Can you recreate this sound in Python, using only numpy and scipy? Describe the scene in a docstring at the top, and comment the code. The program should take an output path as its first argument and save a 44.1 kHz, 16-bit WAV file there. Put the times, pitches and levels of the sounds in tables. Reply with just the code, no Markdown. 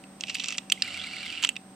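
"""A bare rotary telephone dial dials a five, close to the microphone on a desk in a small room.
The finger winds it over a ratchet to the stop and lets go; the governor whirs it home while a cam works
the pulse contacts, and it clatters to rest. The dial sits a little to the right of the microphone.
Under the run home is a faint handling rumble; behind it, room tone, a fan-like hum and a thin whine."""
import sys
import numpy as np
from scipy import signal
from scipy.fft import rfft, irfft
from scipy.io import wavfile
from scipy.ndimage import uniform_filter1d

SR = 44100
rng = np.random.default_rng(int(sys.argv[2]) if len(sys.argv) > 2 else 0)


def wav_record(signal):
    """Record a signal, one row per channel, as 16-bit PCM in the file named by sys.argv[1]."""
    frames = np.transpose(np.atleast_2d(signal))
    bounded = np.clip(frames, -1, 1)
    # unit amplitude maps onto the largest positive 16-bit level
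    quanta = np.round(bounded * 32767).astype(np.int16)
    wavfile.write(sys.argv[1], SR, quanta)


N = 77175
T = np.arange(N) / SR


def dial():
    """The whole mechanism, heard close up: wound to the stop, released, and running home."""
    pawl = ratchet()
    blows = strikes() + knocks()
    ringing = metal(undb(3) * pawl + blows)
    return pawl + blows + ringing + rubbing() + governor() + contacts() + scrape_and_knock() + clatter()


# Ratchet clicks on the wind-up (time [s], then relative level [dB] in each of the five click bands)
RATCHET_CLICKS = [(0.0385, -51.5, -45, -54, -58, -64), (0.2087, -58, -33, -34.5, -31, -63),
                  (0.2364, -35, -25, -31.5, -40.5, -55), (0.2700, -62, -43, -45, -46, -74),
                  (0.2858, -70, -36, -68, -53, -68), (0.2965, -39, -29, -31.5, -36, -56),
                  (0.3001, -35.5, -28.5, -40, -43, -63), (0.3445, -51, -57, -35, -37, -49),
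                  (0.3475, -49, -33, -32.5, -32.5, -57), (0.3517, -35, -26.5, -43, -38, -47),
                  (0.354, -45, -30.5, -33, -43, -41.5), (0.3672, -58, -39, -39, -71, -55),
                  (0.398, -42, -30.5, -30.5, -34.5, -87), (0.4012, -77, -25.5, -32, -46, -51),
                  (0.4378, -38, -53, -33.5, -37, -51), (0.4418, -40.5, -27.5, -32.5, -30, -70),
                  (0.4587, -60, -34, -41, -35, -72), (0.4845, -55, -28, -32.5, -27.5, -50),
                  (0.488, -41, -51.5, -31.5, -37, -62), (0.5054, -39, -39.5, -41, -33, -70),
                  (0.5238, -37, -31.5, -37, -32.5, -58), (0.5495, -40, -42, -49, -53, -71),
                  (0.5742, -73, -50, -51, -37, -59), (0.5816, -35.5, -27.5, -32, -24.5, -69),
                  (0.5838, -39, -26.5, -30.5, -38, -73)]
RATCHET_RATTLE = dict(scatter=.3, rattle_s=.0009, lag_s=.0003)

def ratchet():
    """The ratchet clicks unevenly as the finger winds the wheel."""
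    return undb(-2.5) * clicks(RATCHET_CLICKS, RATCHET_RATTLE)


# Modes rung as the finger touches the stop, the wheel hits it, is released, lands, and rebounds # (frequency
# [Hz], t60 [s], level [dB])
TOUCH = [(2684, 0.014, -23.5), (3300, 0.003, -26), (4530, .008, -29), (5860, .009, -24), (7400, .008, -28)]
STOP = [(2116, 0.021, -28), (2870, 0.005, -19), (3110, 0.0063, -6), (4430, 0.012, -20.5),
        (6230, 0.011, -24.5), (7590, 0.0026, -9.5), (8640, 0.007, -19.5), (12430, 0.012, -29)]
RELEASE = [(1810, 0.025, -28.5), (2740, 0.016, -18.5), (3960, 0.0048, -14.5), (4940, 0.0079, -11.5),
           (7500, 0.0072, -23)]
LANDING = [(2130, 0.0066, -17.5), (2800, 0.0042, -19), (3045, 0.0074, -7.5), (5200, .002, -22),
           (7700, 0.0035, -17)]
REBOUND = [(2000, .008, -26), (2740, .025, -19), (3025, 0.0099, -15.5), (4330, 0.006, -29),
           (6800, 0.0054, -22.5), (7850, 0.0082, -16.5), (12700, 0.011, -36)]
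# The main blows (time [s], crack gain [dB], modes)
STRIKES = [(0.6996, -40, TOUCH), (0.7217, -15.5, STOP), (0.8213, -32.5, RELEASE), (1.4481, -24, LANDING),
           (1.4904, -24, REBOUND)]
# Spectrum of the crack (frequency [Hz], gain [dB])
CRACK_COLOUR = [(500, -22), (1500, -30), (8000, 10), (11000, -7.5), (16000, -16)]

def strikes():
    """Each main blow cracks and rings the modes of the part that it hits."""
    out, t = np.zeros((2, N)), T[:SR // 50]
    for start, crack_db, modes in STRIKES:
        burst = stereo_noise(len(t), spread=.99) * np.exp(-t / .0009)
        add(out, start, undb(crack_db) * colour(burst, CRACK_COLOUR))
        for hz, t60, db in modes:
            add(out, start, ping(hz, t60, rise_s=.00035, db=db))
    return out


# Lesser knocks (time [s], then relative level [dB] in each of the five click bands)
KNOCKS = [(0.7192, -28.5, -31, -30, -33, -54), (0.8238, -49, -34, -26.5, -38, -47),
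          (1.4268, -44, -26, -75, -31, -50), (1.4305, -37, -31.5, -33, -34, -45),
          (1.437, -48, -19.5, -29, -36, -54), (1.4393, -37, -23, -32, -26.5, -67),
          (1.445, -53, -31, -39.5, -34, -53), (1.4508, -30, -49, -28, -42, -48),
          (1.4705, -52, -37, -44, -34, -77), (1.4748, -61, -30, -41, -43, -71),
          (1.557, -53, -41, -46, -74, -73), (1.5651, -42, -29, -34.5, -44.5, -60)]

def knocks():
    """Lighter knocks on the frame surround the main blows."""
    return undb(-2.5) * clicks(KNOCKS, dict(scatter=.15, rattle_s=.0009, lag_s=0))


# Governor speed on the run home (time [s], speed [turns/s])
GOVERNOR_SPEED = [(.82, 44.5), (.95, 44), (1.05, 40.5), (1.2, 42.5), (1.42, 40.5)]
# The four taps of the weights in each turn (relative level [dB])
TAPS_DB = [2, -2, -1.5, -5.5]
# Loudness of the whir (time [s], level [dB])
WHIR_LEVEL = [(.822, -64), (.832, -40.5), (1., -40), (1.1, -42), (1.2, -42), (1.27, -40), (1.35, -42),
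              (1.46, -46), (1.52, -53.5)]
# Spectrum of the whir in the frame (frequency [Hz], relative level [dB])
WHIR_COLOUR = [(410, -37.5), (700, -16.5), (747, -11), (807, -34), (1120, -22.5), (1430, -8), (1670, -15.5),
               (2110, -6), (2530, -7.5), (2800, 1), (3360, -10), (4700, -10), (6420, -23), (7600, -16),
               (15500, -59.5)]
# A resonance that rises and sinks as the wheel turns (time [s], frequency [Hz], level [dB])
GLIDE = [(.83, 2660, -50), (.95, 3180, -74), (1., 3370, -37.5), (1.06, 3900, -55.5), (1.14, 4600, -49.5),
         (1.23, 4050, -48), (1.28, 3160, -44), (1.41, 2700, -39)]
TAP_DECAY_S, TAP_SCATTER_DB, TEETH_PER_TAP = .0019, 1.6, 5
CUP_SLIDE_DB, FRAME_SLIDE = -10.5, .26  # steady rubbing between the taps

def governor():
    """Driven tooth by tooth, the weights tap and slide in their cup and set the frame whirring."""
    taps_per_s = len(TAPS_DB) * curve(GOVERNOR_SPEED)
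    phase = np.cumsum(taps_per_s) / SR + .05 * walk(90)
    tap = np.floor(phase).astype(int)
    tap_db = np.array(TAPS_DB)[tap % len(TAPS_DB)] + TAP_SCATTER_DB * rng.standard_normal(N)[tap]
    since_tap = (phase % 1) / taps_per_s
    contact = undb(tap_db) * np.exp(-since_tap / TAP_DECAY_S) + undb(CUP_SLIDE_DB)
    teeth = unit(np.exp(-(TEETH_PER_TAP * phase % 1) / .55))
    glide_s, glide_hz, glide_db = np.array(GLIDE).T
    glide_drive = stereo_noise(N, spread=.2) * contact ** 1.16 * teeth
    glide = resonate(glide_drive, np.interp(T, glide_s, glide_hz), width_hz=620)
    glide *= undb(np.interp(T, glide_s, glide_db))
    frame_drive = stereo_noise(N, spread=.24) * (contact + FRAME_SLIDE) * teeth
    whir = unit(colour(frame_drive, WHIR_COLOUR)) * envelope(WHIR_LEVEL)
    return whir + glide * run_home()


def run_home():
    """1 while the dial runs home, with soft edges."""
    return uniform_filter1d(during(GOVERNOR_SPEED), size=900)


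# Pulse contacts, opening then closing
# (first time [s], frequency [Hz], t60 [s], rise [s], ring level [dB], relative tick level [dB])
CONTACTS = [(.8450, 2380, .03, .004, -34, -46), (.8775, 2150, .02, .002, -31, -43)]
PULSE_PERIOD_S, CAM_END_S = .0958, 1.34

def contacts():
    """A cam opens and closes the leaf springs once per pulse; each ticks and rings briefly."""
    out = np.zeros((2, N))
    tick_bands_db = np.array([-2.5, -3, -1, -7.5, -10.5])
    for first, hz, t60, rise_s, ring_db, tick_db in CONTACTS:
        for start in np.arange(first, CAM_END_S, PULSE_PERIOD_S):
            detune = 1 + .0114 * rng.standard_normal()
            add(out, start, ping(hz * detune, t60, rise_s, ring_db))
            add(out, start, click(tick_db + tick_bands_db, **RATCHET_RATTLE))
    return out


# Gears rubbing under the finger (time [s], level [dB])
RUB_LEVEL = [(.2, -54), (.26, -51), (.3, -37), (.325, -48), (.36, -43.5), (.43, -41), (.51, -38.5),
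             (.545, -42), (.6, -60), (.68, -68), (.73, -51), (.78, -54.5), (.815, -48.5)]
# Spectrum of the rubbing (frequency [Hz], relative level [dB])
RUB_COLOUR = [(530, -41), (900, -27), (1600, -20), (2630, 1), (3250, -6), (4310, -13), (5780, -8),
              (6350, -15.5), (7490, -14.5), (9370, -34), (15000, -46)]
TEETH_PER_S, CATCH_S, GEAR_SLIDE = 130, .0022, .43

def rubbing():
    """Gear teeth catch and slip in small uneven steps under the finger."""
    phase = T * TEETH_PER_S + .23 * walk(60)
    grip = np.exp(-(phase % 1) / TEETH_PER_S / CATCH_S) + GEAR_SLIDE
    return unit(colour(stereo_noise(N, spread=.2) * grip, RUB_COLOUR)) * envelope(RUB_LEVEL)


# Shaking of the loose parts (time [s], level [dB])
CLATTER_LEVEL = [(1.422, -33.5), (1.428, -43.5), (1.44, -30.5), (1.452, -35), (1.466, -46)]

def clatter():
    """Loose parts rattle densely against the frame as the wheel lands."""
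    shaking = stereo_noise(N, spread=.25) * np.exp(.5 * walk(360))
    spectrum = [(500, -52), (1500, -4), (2900, .5), (4500, -6), (7500, -12.5), (10500, -39), (15000, -34)]
    return unit(colour(shaking, spectrum)) * envelope(CLATTER_LEVEL)


# A brief scrape near 2.1 kHz while the wheel is held at the stop, and a hollow knock on landing (time [s],
# frequency [Hz], t60 [s], rise [s], level [dB])
SCRAPE_AND_KNOCK = [(.774, 2120, 0.02, 0.0026, -39.5), (1.438, 986, 0.047, 0.00042, -33)]

def scrape_and_knock():
    """A short tonal scrape while the wheel is held at the stop, and a hollow knock as it lands."""
    out = np.zeros((2, N))
    for start, *mode in SCRAPE_AND_KNOCK:
        add(out, start, ping(*mode))
    return out


# Long faint rings of the metal parts (frequency [Hz], t60 [s], relative level [dB])
METAL_MODES = [(2645, 0.054, 1), (2780, 0.1, -12), (7180, 0.08, -8), (7700, 0.0512, -3), (12300, .09, -1)]

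def metal(blows):
    """Springs and gear wheels ring on after a blow."""
    t = T[:SR // 5]
    ring = sum(undb(db) * np.sin(2 * np.pi * hz * t) * decay(t, t60) for hz, t60, db in METAL_MODES)
    return undb(-36) * signal.fftconvolve(blows, ring[None] / np.linalg.norm(ring))[:, :N]


# Resonances of the frame and finger wheel (frequency [Hz], width [Hz], relative level [dB])
BODY_MODES = [(1238, 410, -22.5), (2020, 434, -8), (2664, 505, 4), (3184, 1120, -6.5), (3660, 370, -1),
              (4694, 2830, -9), (5980, 730, -4.5), (6630, 2700, -12), (7960, 1100, -5), (8960, 530, -7),
              (10670, 1500, -26), (12300, 830, -26), (14370, 1600, -43)]
# The five click bands (centre [Hz])
CLICK_BANDS_HZ = [1390, 3130, 4300, 7030, 11500]

def click(band_db, scatter, rattle_s, lag_s, size=4096):
    """A blow with a brief rattle rings the body; where it lands sets the strength of each band."""
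    t, hz = np.arange(size) / SR, np.fft.rfftfreq(size, 1 / SR) + 1
    push = scatter * stereo_noise(size, spread=.27) * np.exp(-t / rattle_s)
    push[:, 0] += 1  # the blow itself
    body = sum((-1) ** k * undb(db) / (1 + 1j * centre / width * (hz / centre - centre / hz)) ** 2
               for k, (centre, width, db) in enumerate(BODY_MODES))
    delay = lag_s * np.maximum(np.log2(CLICK_BANDS_HZ[-2] / hz), 0)  # lows trail by lag_s per octave
    spectrum = rfft(push) * body * np.exp(-2j * np.pi * np.cumsum(delay) * SR / size)
    edges_hz = [800, 2200, 3600, 5600, 9000, 16000]
    bands = [(hz > low) & (hz < high) for low, high in zip(edges_hz, edges_hz[1:])]
    for _ in range(2):  # bring each band to its level, with the energy taken as spread over 4 ms
        power = np.mean(abs(spectrum) ** 2, axis=0) * 2 / size / (.004 * SR)
        now_db = 10 * np.log10([power[band].sum() for band in bands])
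        spectrum *= gains(list(zip(CLICK_BANDS_HZ, band_db - now_db)), hz)
    return irfft(spectrum)[:, :size // 2]


def clicks(table, rattle):
    """A run of blows on the body, one click per row."""
    out = np.zeros((2, N))
    for start, *band_db in table:
        add(out, start, click(band_db, **rattle))
    return out


def handling():
    """A low handling rumble near 86 Hz while the dial runs home."""
    return undb(-67.5) * resonate(rng.standard_normal(N), hz=86, width_hz=17) * run_home()


# The dial at the microphone, left minus right (frequency [Hz], level [dB])
BALANCE_DB = [(1200, -1.5), (2000, -1), (2700, -6.5), (3500, -6), (5000, 0), (7500, -2.5), (11000, -1)]
# Lead of the left channel (frequency [Hz], phase [rad])
LEFT_LEAD = [(1000, -0.085), (2400, 0.27), (4200, -0.47), (5800, -0.92), (9500, -0.83), (12000, -1.4)]

def microphone(sound):
    """The close stereo microphone hears the dial a little to the right, by level and by phase."""
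    hz = np.fft.rfftfreq(N, 1 / SR)
    lead = np.interp(hz, *np.array(LEFT_LEAD).T)
    left = np.sqrt(gains(BALANCE_DB, hz)) * np.exp(.5j * lead)
    return irfft(rfft(sound) * np.array([left, 1 / left]), N)


def reflections(sound, t60, db, delay_s):
    """Nearby surfaces send a diffuse tail to the microphone after a short delay."""
    t = T[:SR // 2]
    tail = stereo_noise(len(t), spread=.67) * decay(t, t60) * (t > delay_s)
    return undb(db) * signal.fftconvolve(sound, unit(tail) / np.sqrt(len(t)), axes=1)[:, :N]


# Spectrum of the room tone (frequency [Hz], relative level [dB])
ROOM_COLOUR = [(25, -25.5), (76, -19), (170, -7.5), (280, -3.5), (400, -15), (760, -16), (1200, -20),
               (2500, -27), (5000, -31.5), (7800, -36), (8300, -27.5), (9100, -38.5), (16000, -45)]
# Its loudness (time [s], level [dB])
ROOM_LEVEL = [(0, -51.5), (.9, -51.5), (1.75, -52.5)]
# Its width, side against mid (frequency [Hz], level [dB])
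ROOM_SIDE = [(50, -6), (150, -24), (500, -7.5), (2000, -3), (10000, 3)]
LEFT_RIGHT = np.array([[1], [-1]])

def room_tone():
    """Low, fan-like noise around the microphone, widest in the treble."""
    mid, side = rng.standard_normal((2, N))
    air = mid + colour(side, ROOM_SIDE) * LEFT_RIGHT
    return unit(colour(air, ROOM_COLOUR)) * undb(curve(ROOM_LEVEL))


# Tones of the electronics (frequency [Hz], level [dB], waver depth [ratio])
HUM_TONES = [(192.1, -55.5, 0.49), (270.7, -62.5, 1), (567.5, -67.5, 0.52), (762, -62, 0.093)]

def hum():
    """Electronics hum in the background, each tone wavering a little."""
    out = 0
    for hz, db, depth in HUM_TONES:
        waver = 1 + depth * (walk(10.3) + 1j * walk(14)) / np.sqrt(2)
        out += undb(db) * unit(np.real(waver * np.exp(2j * np.pi * hz * T)))
    return out


WHINE_HZ, UPPER_WHINE_HZ, SKIPS_PER_S, WHINE_PAN_DB = 8265, 10100, 29.7, -10

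def whine():
    """Off to the right, a thin electronic tone whose phase keeps skipping, with a faint higher one."""
    skips = uniform_filter1d(np.floor(T * SKIPS_PER_S), size=150)
    tone = undb(-64) * unit(np.sin(2 * np.pi * WHINE_HZ * T + np.pi * skips))
    upper = undb(-81.5) * unit(np.sin(2 * np.pi * UPPER_WHINE_HZ * T))
    return (tone + upper) * undb(WHINE_PAN_DB / 2 * LEFT_RIGHT)


def ping(hz, t60, rise_s, db):
    """One mode that swells and dies away."""
    t = T[:SR // 10]
    shape = (1 - np.exp(-t / rise_s)) ** 2 * decay(t, t60)
    return undb(db) * shape / shape.max() * np.sin(2 * np.pi * hz * t)


def resonate(x, hz, width_hz):
    """Two-stage resonance whose centre may move; rms 1."""
    turn = np.exp(2j * np.pi * np.cumsum(hz * np.ones(N)) / SR)
    pole = np.exp(-np.pi * width_hz / SR)
    return unit(np.real(signal.lfilter([1], np.poly([pole, pole]), x / turn) * turn))


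def decay(t, t60):
    """Fall by 60 dB in t60 seconds."""
    return np.exp(-np.log(1000) * t / t60)


def undb(db):
    """Decibels to gain."""
    return 10 ** (np.asarray(db) / 20)


def unit(x):
    """Scale to rms 1."""
    return x / np.sqrt(np.mean(x ** 2) + 1e-20)


def curve(rows):
    """Join (time [s], value) points by straight lines."""
    return np.interp(T, *np.array(rows).T)


def during(rows):
    """1 between the times of the first and last row, else 0."""
    return 1. * (T > rows[0][0]) * (T < rows[-1][0])


def envelope(rows):
    """Gain along (time [s], level [dB]) points, silent outside them."""
    return undb(curve(rows)) * during(rows)


def gains(points, hz):
    """Gain of (frequency [Hz], level [dB]) points on a log-frequency axis."""
    point_hz, db = np.array(points).T
    return undb(np.interp(np.log(hz + 1), np.log(point_hz), db))


def colour(x, points):
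    """Filter by (frequency [Hz], level [dB]) points."""
    size = x.shape[-1]
    return irfft(rfft(x, 2 * size) * gains(points, np.fft.rfftfreq(2 * size, 1 / SR)))[..., :size]


def stereo_noise(size, spread):
    """Noise for two channels, partly shared."""
    mid, side = rng.standard_normal((2, size))
    return (mid + spread * side * LEFT_RIGHT) / np.hypot(1, spread)


def walk(rate_hz):
    """Smooth random motion; rms 1."""
    lowpass = np.exp(-(np.fft.rfftfreq(N, 1 / SR) / rate_hz) ** 2)
    return unit(irfft(rfft(rng.standard_normal(N)) * lowpass, N))


def add(out, start, sound):
    """Mix a sound in at a time."""
    i = max(int(start * SR), 0)
    out[:, i:i + sound.shape[-1]] += sound[..., :N - i]


def scene():
    """The dial on a desk, close to the microphone, with the small room behind it."""
    direct = dial() + handling()
    desk = reflections(direct, t60=.014, db=-7.5, delay_s=.0012)
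    walls = reflections(direct, t60=.207, db=-20.5, delay_s=.0014)
    return microphone(direct + desk + walls) + room_tone() + hum() + whine()


def record(dry):
    """The recorder clips at full scale and cuts the top above 16 kHz."""
    lowpass = signal.ellip(10, .1, 80, 16000, fs=SR, output="sos")
    return signal.sosfilt(lowpass, np.clip(dry, -1, 1))


dry = scene()
out = record(dry)
wav_record(out)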